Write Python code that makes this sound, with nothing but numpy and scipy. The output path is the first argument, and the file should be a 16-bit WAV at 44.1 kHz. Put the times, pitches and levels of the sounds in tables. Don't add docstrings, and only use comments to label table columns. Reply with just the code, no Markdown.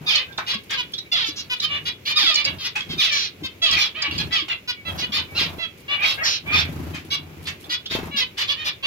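import sys
import numpy as np
from scipy import signal
from scipy.fft import rfft, irfft, next_fast_len
from scipy.io import wavfile
from scipy.ndimage import uniform_filter1d

SR = 44100
rng = np.random.default_rng(int(sys.argv[2]) if len(sys.argv) > 2 else 0)


def output_pcm(signal):
    pcm = np.clip(np.atleast_2d(signal).T, -1, 1) * 32767
    wavfile.write(sys.argv[1], SR, np.round(pcm).astype(np.int16))


def invert_db(x):
    u = np.asarray(x, float) / 20
    return 10 ** u


N = 390726

# f/Hz, level/dB
FEATHER_HISS = [(300, -5), (600, 11.5), (1500, 3.5), (3500, -7), (7500, -16.5), (12000, -6), (15800, -4.5)]


def evened(x):
    return x / np.sqrt(np.mean(x ** 2) + 1e-20)


def read(points, hz):
    f, value = np.transpose(points)
    return np.interp(np.log(hz + 1), np.log(f + 1), value)


def colour(x, points):
    size = next_fast_len(x.shape[-1])
    gain = invert_db(read(points, np.fft.rfftfreq(size, 1 / SR)))
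    return irfft(rfft(x, size) * gain, size)[..., :x.shape[-1]]


def add(mix, s, sound, delay_ms=0., pan_db=0.):
    for side, sign in enumerate((1, -1)):
        start = max(round((s + sign * delay_ms / 2000) * SR), 0)
        part = mix[side, start:][:len(sound)]
        part += invert_db(sign * pan_db / 2) * sound[:len(part)]


def pair(points):
    # f/Hz, coherence (0-1, clipped)
    likeness = [(60, 0.85), (240, 0.97), (950, -0.019), (3770, -0.11), (15000, -0.02)]
    size = next_fast_len(N)
    a, b = rfft(rng.standard_normal((2, size)))
    hz = np.fft.rfftfreq(size, 1 / SR)
    same = np.clip(read(likeness, hz), 0, 1)
    ports = np.array([a, same * a + np.sqrt(1 - same ** 2) * b])
    return evened(irfft(ports * invert_db(read(points, hz)), size)[:, :N])


def air():
    # f/Hz, level/dB
    air_spectrum = [(15, -46), (25, -13.5), (91, 11.5), (255, 3), (392, 3.5), (749, -9), (1780, -11.5),
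                    (2330, -4), (3300, -12), (4100, -16.5), (8270, -23), (12700, -17.5), (15800, -12)]
    swell_db = 1.1 * evened(uniform_filter1d(rng.standard_normal(N), 6000))
    return invert_db(-47 + swell_db) * pair(air_spectrum)


def room(x):
    # f/Hz, t60/s
    decay_times = [(200, 0.054), (1300, 0.19), (3500, 0.18), (9000, 0.025)]
    taps = np.zeros((2, 16000))
    at = np.arange(100, 15980, 20) + rng.integers(0, 20, (2, 794))
    np.put_along_axis(taps, at, rng.choice([-1., 1.], at.shape), 1)
    hz, t, z = signal.stft(taps, SR, nperseg=256)
    decay = invert_db(-60 * t / read(decay_times, hz)[:, None])
    tail = signal.istft(z * decay, SR, nperseg=256)[1]
    return signal.oaconvolve(x, tail / np.linalg.norm(tail[0]), axes=1)[:, :N]


def flights():
    # t/s, length/s, level/dB, feather hiss against that level/dB
    distant = [(0, 0.1, -41.5, -14.5), (0.177, 0.34, -62.5, 0), (1.066, 0.21, -51, -25),
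               (1.58, 0.44, -46.5, -17), (2.415, 0.2, -39.5, -14.5), (2.852, 0.17, -35.5, -20.5),
               (3.398, 0.076, -39.5, -21), (3.678, 0.14, -39, -22), (4.062, 0.28, -32.5, -22.5),
               (4.831, 0.23, -37.5, -10), (4.98, 0.33, -43, -14), (5.257, 0.38, -39, -12),
               (5.896, 0.54, -48.5, -3), (6.423, 0.2, -34, -17), (6.498, 0.56, -33.5, -18.5),
               (6.907, 0.76, -44.5, -15.5), (7.616, 0.11, -48, -9.5), (7.882, 0.27, -35.5, -32)]
    # f/Hz, level/dB
    push_spectrum = [(25, -50), (38, -18), (60, -10), (86, 8.5), (120, -10), (155, 4.5), (200, -8),
                     (300, -46.5)]
    flap_spectrum = [(150, -39), (230, -5), (320, -3.5), (430, -13), (600, -44)]
    beats_per_s, flap_db = 27.7, -6
    t, levels = np.arange(N) / SR, np.zeros((3, N))
    for s, length, db, hiss_db in distant:
        span = levels[:, round(s * SR):][:, :round(length * SR)]
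        layers_db = db + np.array([[0], [flap_db], [hiss_db]])
        span += invert_db(layers_db) * signal.windows.tukey(span.shape[1], .6)
    beat = np.cos(2 * np.pi * (beats_per_s * t + 0.57))
    push = levels[0] * pair(push_spectrum) * evened(1 + 0.034 * beat)
    flap = levels[1] * pair(flap_spectrum) * evened(np.exp(.9 * beat))
    hiss = levels[2] * invert_db(8) * pair(FEATHER_HISS) * evened(np.exp(.25 * beat))
    return push + flap + hiss


def rustles():
    # t/s, length/s, level/dB
    bursts = [(0.633, 0.039, -50), (0.918, .02, -48), (1.58, .02, -54), (1.84, .02, -55), (5.303, .03, -55),
              (5.775, .016, -50), (5.793, 0.032, -52), (6.138, .04, -44), (6.724, .03, -52),
              (7.046, 0.034, -49), (7.421, 0.13, -48.5), (7.594, 0.091, -48), (8.056, 0.024, -45)]
    # f/Hz, level/dB
    friction = [(1500, -14), (3000, 3), (6500, -7), (9000, 2), (11000, 4), (14000, 0), (15800, -7)]
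    levels = np.zeros((2, N))
    for s, length, db in bursts:
        u = np.linspace(0, 1, round(length * SR))
        add(levels, s, invert_db(db) * np.minimum(u / 0.089, 1) * (1 - u) ** 0.55)
    crackle = invert_db(3.5 * evened(uniform_filter1d(rng.standard_normal(N), 90)))
    return levels * evened(crackle) * pair(friction)


def knocks():
    # t/s, peak level/dB, f/Hz
    blows = [(0.009, -31, 147), (0.551, -28, 214), (1.286, -30, 304), (2.235, -31.5, 310),
             (3.422, -28, 302), (4.08, -33.5, 303), (4.422, -32, 311), (5.093, -29.5, 210),
             (7.048, -34, 322), (7.165, -40, 162), (7.682, -37, 309), (8.143, -29, 220)]
    out, t = np.zeros((2, N)), np.arange(8000) / SR
    for s, db, hz in blows:
        envelope = invert_db(db - 60 * t / 0.12) * np.minimum(t / 0.0029, 1)
        add(out, s, envelope * np.sin(2 * np.pi * hz * t), 0, 1.5)
    return out


def landings():
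    # t/s, peak level/dB, t60/s, mesh brightness/dB
    touches = [
        (0.385, -14.5, 0.046, -19.5),
        (0.407, -24, 0.018, -32),
        (0.706, -31.5, 0.048, 2.5),
        (2.756, -35, 0.24, -0.5),
        (4.483, -35, 0.064, -5),
        (6.945, -36.5, 0.2, -4.5),
        (7.471, -36.5, 0.14, 3),
        (7.913, -48.5, 0.34, 9.5),
        (8.379, -41, 0.27, 6),
    ]
    # f/Hz, level/dB
    modes = [(860, 7), (1100, 8), (1390, 8.5), (1600, 12.5), (1900, 6), (2200, 8.5), (2500, -29)]
    mesh = [(300, -48), (800, -11.0), (2000, 7.5), (7000, -5.0), (15500, -15.0)]  # f/Hz, level/dB
    out, t = np.zeros((2, N)), np.arange(8000) / SR
    for s, db, t60, bright_db in touches:
        ring = np.zeros(len(t))
        for hz, mode_db in modes:
            detuned_hz = hz * rng.uniform(.93, 1.07)
            ring += invert_db(mode_db - 90 * t / t60) * np.sin(2 * np.pi * detuned_hz * t)
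        rattle = evened(colour(rng.standard_normal(len(t)), mesh))
        rattle *= invert_db(bright_db - 60 * t / t60)
        add(out, s, invert_db(db) * (ring / abs(ring).max() + rattle))
    return out


def strokes():
    # t/s, peak level/dB
    beats = [(2.454, -38), (2.495, -35), (2.533, -40), (2.58, -49), (5.375, -35), (5.412, -22),
             (5.458, -29), (5.498, -41), (5.58, -26.5), (7.91, -26), (7.95, -14.5), (7.987, -20.5),
             (8.031, -22), (8.07, -24.5)]
    out, t = np.zeros((2, N)), np.arange(8000) / SR
    u = t / 0.0035
    push = np.sin(2 * np.pi * u) * np.exp(-(u - .8) ** 2 / 0.13)
    for s, db in beats:
        swish = evened(colour(rng.standard_normal(len(t)), FEATHER_HISS))
        add(out, s, invert_db(db) * (push + .12 * invert_db(-60 * t / .15) * swish), 0, 1.5)
    return out


def pip(db, hz, first, length):
    # multiple of f, level/dB
    partials = [(.5, -24), (1, 0), (1.5, -17), (2, -28)]
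    u = np.linspace(0, 1, round(length * SR))
    rasp, breath = rng.standard_normal((2, 2000))
    turns = np.cumsum(hz * (first + (1 - first) * u)) / SR
    tone = sum(invert_db(d) * np.sin(2 * np.pi * k * turns) for k, d in partials)
    tone *= 1 + .35 * evened(uniform_filter1d(rasp, 30))[:len(u)]
    breath = colour(breath, [(hz / 2, -30), (hz, 0), (hz * 1.5, -10), (hz * 2.2, -35)])
    tone += 0.3 * evened(breath)[:len(u)]
    return invert_db(db - 3.5) * np.sin(np.pi * u) * tone


def pips():
    # t/s, peak level/dB, end f/Hz, start as share of the end, length/s
    flicks = [(0.1546, -13.5, 4200, 1.04, 0.016), (0.325, -38, 3650, 0.93, 0.014),
              (0.379, -22, 4010, 0.85, .011), (0.937, -22, 3855, 0.81, .014),
              (0.9805, -23.5, 3870, 1, 0.021), (1.601, -19, 4010, 0.93, .012),
              (1.568, -35, 3420, 1.4, .012), (2.344, -15, 4900, 1.07, 0.01),
              (2.357, -10, 4280, 1.08, 0.0091), (2.445, -17.5, 4390, 1.18, 0.023),
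              (2.808, -21, 3370, .95, 0.0086), (3.7135, -17.5, 4978, 1.1, 0.0078),
              (3.73, -18, 4200, 0.98, 0.0079), (4.0214, -19, 4500, 1.14, .016),
              (4.112, -19.5, 2840, 0.98, .011), (4.181, -20.5, 4400, 1.12, 0.0144),
              (7.643, -37, 3726, 0.87, .011), (7.859, -25.5, 4040, 0.65, .016),
              (7.91, -27, 3840, 0.98, .012)]
    out = np.zeros((2, N))
    for s, *flick in flicks:
        add(out, s - .003, pip(*flick), .1)
    return out


def far_calls():
    # t/s, length/s, level/dB, f/Hz
    carried = [
        (0.277, 0.039, -41, 1590),
        (1.048, 0.039, -50, 2310),
        (4.759, 0.062, -43.5, 2260),
        (5.275, 0.091, -45, 2285),
    ]
    out = np.zeros((2, N))
    for s, length, db, hz in carried:
        t = np.arange(0, length, 1 / SR)
        add(out, s, invert_db(db) * np.sin(np.pi * t / length) * np.sin(2 * np.pi * hz * t), .3)
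    return out


def voice(hz, level_db, rough, beak_hz):
    # f/Hz, level/dB
    throat_shape = [(300, -44), (550, -10.5), (750, -13), (1100, -4.5), (1660, -8), (2000, -3), (3000, 2),
                    (3600, 2), (4800, -0.5), (5800, -10.5), (7500, -21.5)]
    # f/Hz, level/dB
    thin_top = [(9000, -23.5), (12000, -16.5), (16000, -24)]
    usual_hz = 3400
    focus_db, focus_width_hz = 5, 400
    rough = np.clip(rough, 0, 1)
    jitter, breath = rng.standard_normal((2, SR // 3))[:, :len(hz)]
    hz = hz * (1 + (.025 + .24 * rough) * uniform_filter1d(jitter, 160))
    turns, k = np.cumsum(hz) / SR, np.arange(1, 27)[:, None]
    throat = [(f * beak_hz / usual_hz, db) for f, db in throat_shape[:-1]] + throat_shape[-1:] + thin_top

    slow = k * hz[::64]
    soft_db = .85 * (level_db - np.max(level_db)) * np.ones(len(hz))
    shut_db = np.minimum(beak_hz - usual_hz, 0) / 70
    top_db = (soft_db[::64] + shut_db) * np.log2(np.maximum(slow / 2800, 1))
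    top_db += np.maximum(beak_hz - 3000, 0) / 110 * np.log2(np.minimum(slow / 2400, 1))
    top_db += focus_db * np.exp(-((slow - beak_hz) / focus_width_hz) ** 2)
    shimmer = uniform_filter1d(rng.standard_normal((len(k), 240)), 7, axis=1)[:, :slow.shape[1]]
    shimmer_db = (3 + 16 * np.min(rough)) * shimmer
    uneven_db = np.interp(slow, np.arange(40) * 450, 2.5 * rng.standard_normal(40))
    gains = invert_db(read(throat, slow) + top_db + shimmer_db + uneven_db) * (slow < 16000)
    gains = uniform_filter1d(np.repeat(gains, 64, axis=1), 64, axis=1)[:, :len(hz)]
    buzz = (gains * np.cos(2 * np.pi * k * turns + .2 * k ** 2)).sum(0)

    puffs = (3.9 + np.exp(-(turns % 1) / 0.51)) * breath
    breath_shape = [(f, db + shut_db * np.log2(max(f / 2800, 1))) for f, db in throat[2:]]
    puffs = colour(puffs, [(500, -16)] + breath_shape)
    airy = .85 * rough
    return invert_db(level_db) * (np.sqrt(1 - airy) * evened(buzz) + np.sqrt(airy) * evened(puffs))


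def short_call(length, db, pitch_hz, beak_hz, first, last, rough):
    u = np.linspace(0, 1, round(length * SR))
    hz = pitch_hz * (first * (2 * u - 1) * (u - 1) + 4 * u * (1 - u) + last * u * (2 * u - 1))
    hz *= 1 - .07 * np.exp(-u * length / .007) - .09 * u ** 6
    swell = np.minimum(u / .42, 1) ** .55 * np.minimum((1 - u) / .28, 1)
    return swell * voice(hz, db, rough + .8 * u ** 7, beak_hz)


def long_call(length, db, hold, fall, effort, rough):
    rise_s, fade_s = 0.011, 0.035
    (top_hz, low_hz, sudden), (first_db, last_db, beak_hz) = fall, effort
    t = np.arange(0, length, 1 / SR)
    left = 1 - np.clip((t - hold) / (length - hold), 0, 1)
    glide = uniform_filter1d(low_hz * (top_hz / low_hz) ** (left ** sudden), 500, mode="nearest")
    below_db = first_db * np.maximum(1 - t / hold, 0)
    glide *= 1 + .006 * below_db
    level_db = db + below_db + last_db * (1 - left)
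    ends = np.minimum(t / rise_s, 1) * np.minimum((length - t) / fade_s, 1)
    return ends * voice(glide, level_db, rough * (1 - .3 * left ** 4), beak_hz)


def add_short_calls(corners):
    # t/s, length/s, level/dB, pitch f/Hz, beak resonance f/Hz
    clear = [(0.769, 0.056, -27, 494.4, 3170), (1.497, 0.057, -26.5, 498, 3240),
             (3.099, 0.092, -29.5, 577, 2620), (3.433, 0.044, -30.5, 526.3, 3270),
             (4.675, 0.048, -27, 493.3, 3250), (4.85, 0.067, -33, 663, 2920),
             (5.016, 0.044, -28.5, 496, 3050), (5.583, 0.086, -32, 670.4, 2910),
             (8.109, 0.089, -33, 564, 2700), (8.198, 0.044, -26, 511.6, 3130)]
    flat = [(0.16, 0.082, -35, 514, 2980), (1.254, 0.053, -31.5, 575.5, 3940),
            (1.683, .11, -30, 584.2, 2780), (1.852, 0.049, -28, 491.6, 3400),
            (2.158, .065, -37.5, 610, 1940), (2.345, 0.08, -26, 592, 3130), (2.752, 0.03, -27, 862, 2500),
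            (5.169, 0.044, -29, 503.7, 3180), (5.88, 0.092, -27.5, 582, 2750),
            (6.173, 0.043, -35.5, 553.5, 2040), (7.103, 0.062, -26, 568, 3440),
            (7.453, 0.046, -35.5, 450, 3300), (7.694, 0.068, -26.5, 491.4, 3470),
            (8.161, 0.056, -24.5, 548, 3700), (8.561, 0.094, -36, 618, 2930)]
    rising = [(0.527, 0.029, -28.5, 561, 3260), (1.358, 0.066, -35, 568, 4300),
              (1.615, 0.049, -27, 622, 3600), (2.052, 0.084, -26, 607, 3330),
              (2.444, 0.058, -27, 564, 2920), (2.637, 0.05, -29, 499, 3620), (3.946, 0.086, -34, 640, 2750),
              (5.119, 0.073, -25, 615, 3370), (8.475, 0.064, -26, 576.5, 3320),
              (8.826, 0.073, -25.5, 589, 3100)]
    falling = [(2.583, 0.071, -35.5, 520, 3500), (2.89, 0.056, -34.5, 531, 3520),
               (2.995, 0.085, -26.5, 579, 3640), (3.763, 0.084, -24, 599, 3740),
               (4.48, 0.063, -28, 696, 2910), (4.976, 0.0526, -32, 553, 4030),
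               (6.932, 0.051, -40, 614, 2840)]
    hoarse = [(3.704, 0.063, -23.5, 650, 3280), (3.786, 0.1, -30, 840, 3500),
              (4.107, 0.071, -36.5, 570, 3200), (4.179, 0.049, -29, 843, 3150),
              (4.306, 0.071, -30, 662.6, 2860), (6.02, 0.12, -26, 550, 3500),
              (.695, 0.0725, -29.5, 550, 3170), (.464, 0.07, -28.5, 490, 3480),
              (5.365, 0.089, -29, 818, 3500), (6.522, 0.11, -25, 890, 3720), (7.897, 0.073, -31, 535, 3440),
              (8.646, 0.056, -26.5, 590, 3440), (4.011, 0.08, -29, 576.4, 2840),
              (8.37, 0.076, -27.5, 597.6, 3350)]
    kinds = [
        (1.04, 1.0, .04),
        (1, 1.03, .19),
        (.9, .98, .2),
        (1.09, 1, .22),
        (1, 1, .47),
    ]
    # t/s, left delay/ms, left-right level/dB
    places = [(0.156, -0.0036, 5), (0.464, -0.45, 1), (0.526, 0.11, 1.6), (0.691, 0.56, 4.5),
              (0.772, 0.23, 0), (1.115, -0.63, 2.7), (1.257, 0.4, 2), (1.358, -0.14, -1), (1.497, 0.19, 4),
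              (1.612, -0.56, 0), (1.682, 0.28, 1), (1.849, -0.44, 1.5), (2.049, 0.41, 1.5),
              (2.258, 0.29, -2), (2.355, 0.41, -1.5), (2.438, -0.47, -2.5), (2.582, 0.064, 3.5),
              (2.635, 0.057, 3), (2.764, 0.45, 0), (2.89, -0.14, 1), (2.996, 0.51, 3), (3.106, 0.53, 8),
              (3.433, 0.14, 5), (3.616, 0.021, 2.5), (3.703, -0.43, -1), (3.768, 0.51, 0.3),
              (3.944, 0.044, -2.7), (4.01, 0.07, 2), (4.11, 0.42, 0), (4.181, 0.4, -2), (4.311, -0.54, 5),
              (4.478, 0.56, 0.4), (4.673, 0.16, 2), (4.848, 0.46, -2), (4.974, 0.39, 1.5),
              (5.014, 0.47, 1.5), (5.115, 0.54, 3.5), (5.17, 0.14, -2.5), (5.365, 0.63, 3),
              (5.585, 0.16, -5.5), (5.876, 0.21, 4.5), (6.012, 0.5, 0.5), (6.171, -0.39, 4),
              (6.525, -0.22, -0.5), (6.931, -0.28, 4), (7.103, -0.47, 1.5), (7.45, 0.18, 1),
              (7.693, 0.43, 1.8), (7.894, 0.56, 4), (8.109, 0.45, 3.5), (8.159, -0.42, 1.5),
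              (8.202, 0.44, -0.5), (8.37, -0.65, 2.2), (8.472, 0.19, -0.5), (8.564, 0.54, 2),
              (8.645, -0.35, 2.5), (8.826, 0.18, 0)]
    for calls, kind in zip((clear, flat, rising, falling, hoarse), kinds):
        for i, (s, *call) in enumerate(calls):
            corner = corners[0 if calls is clear else 1 + i % 2]
            _, delay_ms, pan_db = min(places, key=lambda place: abs(place[0] - s))
            add(corner, s, short_call(*call, *kind), delay_ms, pan_db)


def add_long_calls(corners):
    # t/s, length/s, level/dB, pitch held/s, left delay/ms
    birds = [
        [(0.06, 0.16, -24, 0.032, -.19), (2.153, 0.21, -20.5, 0.023, .09), (2.975, 0.16, -23, 0.025, .48)],
        [(3.11, 0.18, -26, 0.015, -.4), (6.228, 0.16, -24.5, 0.022, -.39)],
        [(3.73, 0.1, -22.5, 0.049, .45), (5.965, 0.15, -21, 0.077, .39), (6.455, 0.26, -21, 0.094, .15)],
        [(5.342, 0.15, -25, 0.037, .05)],
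        [(0.069, 0.141, -29.5, 0.027, .23)],
        [(1.115, 0.17, -26, 0.04, -.34)],
        [(2.256, 0.082, -24, 0.043, .11), (3.616, 0.12, -22, 0.028, .11), (4.318, 0.12, -25.5, 0.025, -.45)],
        [(6.202, 0.11, -32, 0.024, .2)],
    ]
    # held f/Hz, last f/Hz, suddenness of the fall
    falls = [(1246, 600, 2.5), (1148, 390, 1.8), (1264, 350, 1.6), (1430, 540, 1.6), (869, 570, 2.4),
             (683, 440, 3.1), (672, 510, 1.2), (638, 1700, 1.126)]
    # start below peak/dB, end below peak/dB, beak resonance f/Hz
    efforts = [(-6.5, -10, 3600), (-7.5, -8.5, 4180), (-18.5, -37, 2480), (-15, -14, 3600), (2, 3, 3150),
               (5, -6, 3360), (-2, -7.5, 3310), (-4.5, -2, 1830)]
    roughness = [.14, .09, .26, .18, .15, .11, .1, .1]
    for i, (calls, *bird) in enumerate(zip(birds, falls, efforts, roughness)):
        for s, length, db, hold, delay_ms in calls:
            add(corners[1 + i % 2], s, long_call(length, db, hold, *bird), delay_ms)


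def flock():
    corners = np.zeros((3, 2, N))
    corners[0] += far_calls() + pips()
    add_short_calls(corners)
    add_long_calls(corners)
    return corners


def scene():
    corner_room_db = [-8, -5, -4]
    near = knocks() + landings() + strokes()
    echo = invert_db(-6.0) * colour(room(near), [(350, -10), (700, 6.5)])
    birds = sum(corner + invert_db(db) * room(corner) for corner, db in zip(flock(), corner_room_db))
    return air() + flights() + rustles() + near + echo + birds


def band_limit(x):
    return signal.sosfilt(signal.butter(12, 15880, fs=SR, output="sos"), x)


def record(dry):
    # f/Hz, left-right level/dB
    lean = [(60, 0), (180, 2), (550, 3.5), (1650, -1), (4970, -4), (15000, 8.5)]
    # f/Hz, level/dB
    port_colour = [(60, 0), (7000, 4.5), (8500, -2.5), (10500, -2), (12500, -1), (15500, -7.5)]
    left = colour(dry[0], [(f, db / 2) for f, db in lean])
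    right = colour(dry[1], [(f, -db / 2) for f, db in lean])
    ported = colour(np.array([left, right]), port_colour + [(15800, -6), (15950, -60)])
    return band_limit(ported)


dry = scene()
out = record(dry)
output_pcm(out)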